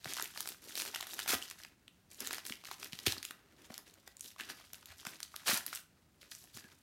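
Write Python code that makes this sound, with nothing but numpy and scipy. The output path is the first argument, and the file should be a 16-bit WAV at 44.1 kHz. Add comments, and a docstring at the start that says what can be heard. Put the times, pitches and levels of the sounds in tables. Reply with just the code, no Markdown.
"""A padded paper mailing envelope is picked at and torn open by hand.
Creases snap one by one over a fine crinkle made of tiny ringing jolts; a few quick rips pack the jolts densely.
Paper and pouch colour all of these. Dull thuds are decaying sine swings, fingers scuff the padding, and
the paper squeaks once. A small room answers with a short noise tail, over low rumble and a little hiss."""
import sys
import numpy as np
from scipy import signal
from scipy.fft import rfft, irfft, next_fast_len
from scipy.io import wavfile
from scipy.ndimage import uniform_filter1d

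SR = 44100
rng = np.random.default_rng(int(sys.argv[2]) if len(sys.argv) > 2 else 0)


def wav_out(sig):
    """Save sig, one row per channel (or a flat mono array), as 16-bit PCM at SR to the path in sys.argv[1]."""
    wavfile.write(sys.argv[1], SR, np.round(np.clip(np.atleast_2d(sig).T, -1, 1) * 32767).astype(np.int16))


N = 300762
TIME = np.arange(N) / SR  # seconds


def undb(db):
    """Turn decibels into a gain."""
    return 10 ** (np.asarray(db) / 20)


def unit(x):
    """Scale a signal to an rms of one."""
    return x / np.sqrt(np.mean(x ** 2))


def colour(x, points):
    """Filter through (Hz, dB) points without sounding early (minimum phase), so attacks stay sharp."""
    size = next_fast_len(len(x) + 4096, True) * 2
    hz, db = np.transpose(points)
    freqs = np.maximum(np.fft.rfftfreq(size, 1 / SR), 1)
    curve_db = np.interp(np.log(freqs), np.log(hz), db)
    # folding the cepstrum forward in time gives the minimum-phase filter
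    cepstrum = irfft(np.log(undb(curve_db)))
    cepstrum[1:size // 2] *= 2
    cepstrum[size // 2 + 1:] = 0
    response = np.exp(rfft(cepstrum))
    return irfft(rfft(x, size) * response)[:len(x)]


def flutter(per_s):
    """Smooth random unevenness with a spread of one: random knots joined by straight lines."""
    knots = rng.standard_normal(4096)
    return unit(np.interp(TIME * per_s, np.arange(len(knots)), knots))


# How hard the envelope is held between pulls.
# Each row: time in seconds, crinkle level in dB before unevenness and filters.
HOLD_LEVELS = [(0, -66), (.3, -61), (.58, -69), (1.1, -60), (1.55, -69), (1.76, -83), (2.08, -86),
               (2.2, -64.5), (2.9, -68), (3.25, -66), (3.37, -86), (3.52, -84.5), (3.75, -72), (4.1, -77),
               (4.65, -67.5), (5.7, -68), (5.84, -86), (6.14, -84.5), (6.45, -68), (6.82, -75)]
# The fingers grip, pull and let go, one row per pull.
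# Each row: start in seconds, length in seconds, crinkle level in dB halfway through, swell over the length in dB,
# colour in Hz, level of the skin's scuff in dB. Levels are before unevenness and filters.
FINGER_PULLS = [(0.056, 0.19, -49, 7, 4400, -65), (0.358, 0.16, -52.5, -1, 5170, -69.5),
                (0.62, .135, -58, 8, 5300, -64), (.765, 0.12, -48.5, 1, 6000, -61.5),
                (0.945, 0.094, -53, -7, 3700, -77), (1.071, 0.17, -54.5, 3, 5000, -64),
                (1.271, .105, -50, 2.5, 4570, -61), (1.418, .11, -58, -13, 3810, -78),
                (1.588, 0.07, -61, -6, 3790, -73), (2.111, 0.082, -60, 0, 5900, -71),
                (2.207, 0.17, -53, 1, 4190, -61.5), (2.452, 0.083, -52.5, -4, 6750, -64),
                (2.641, 0.092, -55.5, 1, 4192, -69), (2.782, 0.076, -59, 7.5, 4550, -63.5),
                (2.927, 0.16, -58.5, -4.5, 4706, -66), (3.099, 0.066, -52.5, -4.5, 3800, -61),
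                (3.242, 0.059, -56.5, -5.5, 4470, -74), (3.31, .23, -79, -8.5, 1700, -72),
                (3.568, 0.11, -69, 3, 3816, -68), (3.698, 0.095, -62.5, -2.5, 3755, -71),
                (3.867, 0.11, -69.5, -8, 3932, -75.5), (4.068, 0.018, -68, 0, 2920, -69),
                (4.221, .058, -56, 7, 7000, -68.5), (4.388, 0.13, -54.5, 1, 3230, -65),
                (4.546, 0.082, -60, -7, 3616, -74.5), (4.73, 0.054, -62, -5, 4990, -73),
                (4.887, 0.031, -58.5, -2, 2499, -77), (4.971, .04, -63, 1, 5500, -78.5),
                (5.053, .1, -54, -12, 4295, -66.5), (5.213, 0.028, -61, 2.5, 5370, -75),
                (5.337, 0.087, -64, 1, 3295, -85.5), (5.451, 0.15, -52, 3.5, 5000, -74),
                (5.666, .012, -50, -2.5, 5496, -61), (5.73, 0.032, -46, -3, 4600, -84),
                (6.215, 0.029, -62, 2, 3980, -67), (6.315, 0.039, -52.5, 0.5, 5403, -77),
                (6.383, 0.056, -59.5, 4.5, 7806, -75), (6.544, 0.041, -54.5, -4.5, 5504, -67.5),
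                (6.628, .11, -72, 0.5, 4200, -71.5)]


def handling(hold_hz=4300, hold_scuff_db=-77.5, attack_s=0.007, release_s=0.022):
    """Paper takes up each pull's strain quickly and settles more slowly; gives crinkle gain, colour, scuff gain."""
    power = undb(np.interp(TIME, *np.transpose(HOLD_LEVELS))) ** 2
    tint = power * hold_hz
    scuff = np.full(N, undb(hold_scuff_db) ** 2)  # the skin resting on the padding
    for start, length, db, swell_db, hz, scuff_db in FINGER_PULLS:
        age = TIME - start
        before = np.minimum(age, 0) / attack_s
        after = np.maximum(age - length, 0) / release_s
        grip = np.exp(np.maximum(before - after, -20))
        progress = np.clip(age / length, 0, 1)
        pull = (grip * undb(db + swell_db * (progress - .5))) ** 2
        power = power + pull
        tint = tint + pull * hz
        scuff = scuff + (grip * undb(scuff_db)) ** 2
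    return np.sqrt(power), tint / power, np.sqrt(scuff)  # colour is averaged by power


def bursts(times, energy, hz, q, decay_s, size, rise=1.0):
    """Short jolts, each ringing one damped patch of paper at its own pitch, summed at their times."""
    age = np.arange(size) / SR / decay_s[:, None]  # in decay times
    signs = rng.choice([-1., 1.], (len(times), size))
    jolts = signs * np.exp(-age) * (1 - np.exp(-age / rise))
    ratio = np.maximum(np.fft.rfftfreq(size, 1 / SR), 1) / hz[:, None]
    resonance = 1 + 1j * q[:, None] * (ratio - 1 / ratio)
    waves = irfft(rfft(jolts) / resonance)
    waves *= np.sqrt(energy / np.sum(waves ** 2, axis=1))[:, None]
    places = (np.maximum(times, 0) * SR).astype(int)[:, None] + np.arange(size)
    return np.bincount(places.ravel(), waves.ravel(), N)[:N]


def facet_q(hz, q_mid=1.93, slope=0.23):
    """Large, low-pitched facets ring more clearly than small ones; q_mid applies at 3000 Hz."""
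    return q_mid * (hz / 3000) ** -slope


def crackle(gain, hz, per_s, spread_db, scatter, decay_s):
    """A swarm of tiny fractures, mostly weak and a few strong, whose power follows gain; scatter is in octaves."""
    due = np.cumsum(per_s) / SR
    total = int(due[-1])
    order = np.arange(total) + rng.uniform(0, 2, total)
    at = np.minimum(np.searchsorted(due, order), N - 1)
    strength = undb(spread_db * np.minimum(rng.exponential(size=total), 3.5)) ** 2
    # the fingers feed in energy steadily: a big fracture relieves its neighbours
    strength /= uniform_filter1d(strength, size=25)
    pitch = np.clip(hz[at] * 2 ** (scatter * rng.standard_normal(total)), 250, 14000)
    energy = strength * gain[at] ** 2 * SR / per_s[at]
    return bursts(at / SR, energy, pitch, facet_q(pitch), np.full(total, decay_s), size=256)


def crinkle(gain, hz, uneven_db=3.0, bed_db=-1.02):
    """Paper and padding crackle in little flurries under the fingers; harder handling wakes more creases."""
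    per_s = np.clip(950 * (gain / undb(-55)) ** .15, 100, 4000)
    uneven_gain = gain * undb(bed_db + uneven_db * flutter(60))
    return crackle(uneven_gain, hz, per_s, spread_db=3.0, scatter=0.69, decay_s=0.00089)


def stray_snaps(gain, hz, count=600):
    """Of many strained creases a few give way, more often and louder under a harder pull; rows as in SINGLE_CREASES."""
    rate_per_s, rate_at_db, growth = 42, -52, .3  # rate at this crinkle level; it grows as this power of the gain
    over_db, spread_db = 11.5, 1.5  # level over the crinkle
    pitch_share, spread_octaves, ring_q = 0.61, 0.81, 2.2  # larger facets than the crinkle's, so lower
    at = ((np.arange(count) + rng.random(count)) * (N - 1) / count).astype(int)
    luck = rng.random(count)
    size, pitch = np.clip(rng.standard_normal((count, 2)), -2, 2).T
    wanted_per_s = rate_per_s * (gain[at] / undb(rate_at_db)) ** growth
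    gives = luck < wanted_per_s * N / SR / count
    db = 20 * np.log10(gain[at]) + over_db + spread_db * size
    tone = hz[at] * pitch_share * 2 ** (spread_octaves * pitch)
    return np.column_stack([at / SR, db, tone, np.full(count, ring_q)])[gives]


# Creases heard singly: loud ones in the pulls, fainter ones standing out in quiet stretches.
# Each row: time in seconds, level over one millisecond in dB before trim and filters, colour in Hz,
# resonance as a Q (higher rings longer).
SINGLE_CREASES = [(0.045, -36, 3630, 1.3), (0.0574, -33, 1010, 1.3), (0.1248, -35, 800, 1.5),
                  (0.1362, -29.5, 6400, 1.4), (0.1586, -40, 3600, .6), (.1683, -33, 3000, .6),
                  (.198, -29, 1350, 1.1), (.2136, -36, 1400, 2.5), (0.2248, -27, 8500, .55),
                  (0.243, -34, 12000, 0.14), (.361, -42, 1200, 3), (0.3754, -33, 2400, .5),
                  (0.4062, -26, 8000, 0.43), (.457, -39, 1090, 1.4), (0.4746, -30.5, 2500, 0.17),
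                  (0.4895, -30.5, 4530, 0.16), (0.7545, -30.5, 3370, 0.39), (0.7761, -30, 2050, .23),
                  (0.7997, -30.5, 2698, 0.29), (0.8202, -28.5, 2980, 0.36), (.852, -34.5, 2400, 0.2),
                  (0.941, -40.5, 915, 2.8), (.9477, -28.5, 3800, 1.1), (0.9597, -28, 1846, 1),
                  (1.0095, -30, 4230, 0.57), (1.0268, -33, 1330, .7), (1.07, -36, 5300, 0.14),
                  (1.1345, -36.5, 2000, 0.61), (1.1408, -35, 12000, 0.39), (1.1919, -27, 2760, 2.57),
                  (1.2004, -32, 2497, .8), (1.2205, -35.5, 3580, 5.2), (1.2608, -35.5, 1110, 1.1),
                  (1.2782, -28.5, 1390, .35), (1.2932, -27.5, 5000, 2), (1.3058, -26.5, 2780, 0.24),
                  (1.351, -28.5, 1500, 0.17), (1.4247, -31.5, 2940, 7.7), (1.5006, -37, 9460, 0.45),
                  (1.5114, -35, 1470, .3), (1.6354, -41, 3804, 3), (1.649, -39.5, 2100, 1.1),
                  (1.8801, -44, 3030, 2.9), (2.2055, -29.5, 5560, .3), (2.2731, -28.5, 5600, 0.27),
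                  (2.3085, -30, 1120, 0.58), (2.3306, -29, 2500, 0.21), (2.3363, -31, 1993, 2.4),
                  (2.3458, -33.5, 3400, 0.4), (2.383, -34, 2060, 0.69), (2.4663, -33.5, 4780, 0.55),
                  (2.497, -36, 2160, 1.1), (2.523, -30, 2565, 4), (2.654, -39, 2241, 1),
                  (2.7134, -32, 1406, 0.86), (2.8298, -33.5, 2185, 1.5), (2.845, -35.5, 5300, 0.27),
                  (2.924, -41, 3610, 0.99), (2.9321, -33, 3086, 2.3), (2.9898, -34, 2760, 1.1),
                  (3.081, -24.5, 2960, 2.1), (3.1229, -26.5, 4210, 2.7), (3.181, -35.5, 4330, 12),
                  (3.2292, -33, 3797, 1), (3.2513, -30.5, 3800, 0.84), (3.3089, -34, 2064, 0.91),
                  (3.7027, -43.5, 746, 1.5), (3.7422, -38, 4130, 1.3), (3.7794, -35, 4600, .45),
                  (3.9407, -50, 8000, 0.77), (4.0764, -40.5, 1283, 0.25), (4.1687, -43, 7060, 7.1),
                  (4.1955, -46.5, 7190, 2.2), (4.209, -33.5, 6940, 3), (4.3623, -47.5, 1128, 3.5),
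                  (4.3996, -33, 1772, 5), (4.4086, -33, 2760, 1.3), (4.734, -34.5, 7145, 0.15),
                  (4.7445, -41, 2684, 1.6), (4.828, -49, 1400, 3.5), (4.858, -39, 12030, 0.3),
                  (4.9994, -46, 3570, 2.9), (5.0529, -38.5, 1330, 3.4), (5.0684, -30.5, 2190, 0.91),
                  (5.2039, -37.5, 4064, 0.42), (5.2303, -30, 4560, 1.8), (5.3417, -40.5, 1210, 4.8),
                  (5.363, -32, 4960, 0.25), (5.536, -27, 8030, .3), (5.5434, -24, 12050, 0.55),
                  (5.5746, -26, 7150, 0.51), (5.665, -28, 12130, 0.29), (5.7583, -32, 9460, 0.87),
                  (6.2301, -48, 1700, 1.92), (6.358, -52, 7460, 2.5), (6.573, -39.5, 3400, 0.2),
                  (6.642, -48, 1500, 1.27)]


def snaps(gain, hz, stutter_db=-10, stutter_s=.0018, trim_db=-2.0):
    """Creases pop in about a millisecond, with a lesser slip just before or after; larger facets take longer."""
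    s, db, pitch, q = np.transpose(np.vstack([SINGLE_CREASES, stray_snaps(gain, hz)]))
    energy = undb(db) ** 2 * SR * 10 ** -3
    decay_s = 0.00056 * (pitch / 4500) ** -.45
    lag, detune = rng.standard_normal((len(s), 2)).T
    pop = bursts(s - .0005, energy, pitch, q, decay_s, size=512)
    slip = bursts(s + stutter_s * lag, energy, pitch * 2 ** (.5 * detune), q, decay_s, size=512)
    return undb(trim_db) * (pop + undb(stutter_db) * slip)


# The runs of the tear.
# Each row: start in seconds, attack in seconds, length in seconds, level in dB before filters,
# fade over the length in dB (its sign is ignored), colour in Hz, spread of pitches in octaves.
TEAR_RUNS = [(1.273, 0.018, 0.036, -31.5, 3, 5130, 1.24), (1.309, 0.013, .035, -33.5, 0, 3160, 1.32),
             (3.054, 0.0033, 0.0087, -41, -9, 4190, 1.1), (3.0624, 0.0021, 0.0084, -24.5, 4.5, 3260, 0.72),
             (3.079, 0.0021, 0.047, -41, 5, 3670, 0.36), (3.18, .004, 0.007, -47, 11, 4250, 0.27),
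             (5.457, 0.026, 0.064, -29, 3.5, 3497, 1.17), (5.522, 0.0027, 0.061, -36.5, 4.5, 4993, 1),
             (6.437, 0.0026, 0.01, -66, 0, 2450, 1.4)]


def rips(uneven_db=0.0):
    """A running tear breaks fibres so fast that they merge into a coarse rasp."""
    out = np.zeros(N)
    catches = undb(uneven_db * flutter(220))  # steady at 0 dB of unevenness
    for start, attack, length, db, fade_db, hz, scatter in TEAR_RUNS:
        age = np.maximum(TIME - start, 0)
        rise = np.minimum(age / attack, 1)
        release = np.exp(-np.maximum(age - length, 0) / 0.0037)
        gain = rise * undb(db - abs(fade_db) * age / length) * release
        running = (age > 0) & (age < 2 * length + .01)
        per_s = np.where(running, 3000., 10 ** -6)  # fibres per second
        out += crackle(gain * catches, np.full(N, hz), per_s, spread_db=3.0, scatter=scatter, decay_s=0.00062)
    return out


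# Modes of the stiff pouch, rung by every crease and tear.
# Each row: frequency in Hz, width in Hz, gain in dB.
POUCH_MODES = [(366, 33, 3.5), (639, 37, 1), (744, 44, -1.5), (1474, 230, -10.5), (1710, 28, -6),
               (1930, 15, -2.5), (4400, 100, -26), (5920, 180, -11)]


def pouch(x):
    """The pouch lends its modes to whatever shakes it."""
    out = x
    for hz, width, db in POUCH_MODES:
        b, a = signal.iirpeak(hz, hz / width, fs=SR)
        out = out + undb(db) * signal.lfilter(b, a, x)
    return out


# What the paper radiates.
# Each row: frequency in Hz, gain in dB.
PAPER_COLOUR = [(100, 1.5), (350, 0), (520, -3), (750, 0.5), (1100, 1), (1550, .5), (2500, 0.5), (4500, 2),
                (8000, 1), (10000, 2), (13000, 4), (16000, -4.5)]


def radiate(x):
    """Fractures reach the air through the paper and its pouch."""
    return undb(-0.5) * pouch(colour(x, PAPER_COLOUR))


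# The pouch flexes or knocks against a hand.
# Each row: time in seconds, level over ten milliseconds in dB before the thud filter, pitch in Hz.
POUCH_FLEXES = [(0.062, -47.5, 149), (.228, -55.5, 400), (0.504, -61, 381), (.674, -60, 439.3),
                (1.301, -58, 326.5), (1.333, -46.5, 390), (1.339, -46, 217.6), (1.345, -47.5, 75),
                (2.505, -50, 227.4), (2.931, -49, 169), (3.07, -38.5, 358.6), (3.072, -35, 99),
                (3.176, -55, 268), (3.306, -60, 279), (3.704, -51.5, 218), (4.41, -58.5, 330),
                (4.898, -55.5, 84), (5.069, -51, 194), (5.492, -45, 210.6), (5.53, -43, 220.6),
                (5.539, -50, 171.3), (6.549, -55, 106.7), (6.569, -57, 208.9), (6.645, -56, 179.3)]


def flexes(cycles=0.65):
    """The air-filled pouch swings once or twice and stops: a dull thud."""
    out = np.zeros(N)
    for s, db, hz in POUCH_FLEXES:
        turns = np.maximum(TIME - s, 0) * hz
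        envelope = np.exp(-turns / cycles) * (1 - np.exp(-turns / 0.41))
        thud = np.sin(2 * np.pi * turns) * envelope
        out += undb(db) * thud * np.sqrt(SR * 10 ** -2 / np.sum(thud ** 2))
    return colour(out, [(22, -10), (60, -4.5), (400, 3.5), (1500, -11.5)])


def rubbing(gain, uneven_db=3):
    """Fingers catch and slide on the padding: a dull, uneven scuff."""
    uneven_gain = gain * undb(uneven_db * flutter(40))
    scuff = crackle(uneven_gain, np.full(N, 480.), np.full(N, 700.), spread_db=2.5, scatter=0.71, decay_s=0.0013)
    return colour(scuff, [(100, -6.5), (300, 3.0), (500, -2.5), (800, -5.5), (1800, 4.0), (6000, 3.5)])


# The envelope squeaks once as it slides.
# The single row: level in dB around which it varies, pitch in Hz around which it wavers.
SLIDE_SQUEAK = (-61, 1680)


def squeak(waver=.025, uneven_db=3, middle_s=6.648, half_s=.022):
    """Paper sticks and slips for a moment, unevenly and at a wavering pitch."""
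    db, hz = SLIDE_SQUEAK
    phase = 2 * np.pi * np.cumsum(hz * (1 + waver * flutter(140))) / SR
    swell = np.exp(-((TIME - middle_s) / half_s) ** 2)
    return undb(db + uneven_db * flutter(200)) * np.sin(phase) * swell


def room(x, wet_db=-6.5, t60_low=0.32, t60_high=0.21, gap_s=0.0075):
    """The walls return a diffuse tail that swells in over a short gap; its treble dies first (t60 in seconds)."""
    age = np.arange(SR // 2) / SR
    noise = rng.standard_normal(len(age))
    low = signal.sosfilt(signal.butter(1, 4000, fs=SR, output="sos"), noise)
    high = noise - low
    fall = -np.log(1000) * age  # 60 dB down after one t60
    tail = low * np.exp(fall / t60_low) + high * np.exp(fall / t60_high)
    tail *= np.clip(age / gap_s, 0, 1) ** 2
    tail /= np.sqrt(np.sum(tail ** 2))
    tail = colour(tail, [(150, -1.0), (600, -5.0), (1500, -2.0), (5000, -5.0), (14000, -1.5)])
    return undb(wet_db) * signal.fftconvolve(x, tail)[:N]


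# The tone of the quiet room.
# Each row: frequency in Hz, relative level in dB.
QUIET_ROOM = [(15, -44), (25, -21), (64, -4), (97, -3), (130, -8), (166, -5.5), (212, -8), (270, -11.5),
              (363, -17.5), (427, -33), (503, -30), (545, -20.5), (8590, -34), (16000, -63)]


def background(rumble_db=-71, hiss_db=-79):
    """Steady low room rumble, made of coloured noise, with a little white microphone hiss."""
    rumble = unit(colour(rng.standard_normal(N), QUIET_ROOM))
    hiss = rng.standard_normal(N)
    return undb(rumble_db) * rumble + undb(hiss_db) * hiss


def scene(thud_room_db=-5):
    """The envelope in its room."""
    gain, hz, scuff = handling()
    fractures = crinkle(gain, hz) + rips() + snaps(gain, hz)
    paper = radiate(fractures) + rubbing(scuff) + squeak()
    thuds = flexes()
    walls = room(paper + undb(thud_room_db) * thuds)  # thuds reach the walls more weakly
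    return (paper + thuds + walls + background())[None]


def record(dry):
    """The recorder cuts the deepest bass below 38 Hz and the top above 16 kHz."""
    bass_cut = signal.butter(4, 38, "highpass", fs=SR, output="sos")
    top_cut = signal.ellip(10, .2, 70, 16000, fs=SR, output="sos")
    return signal.sosfilt(top_cut, signal.sosfilt(bass_cut, dry))


dry = scene()
out = record(dry)
wav_out(out)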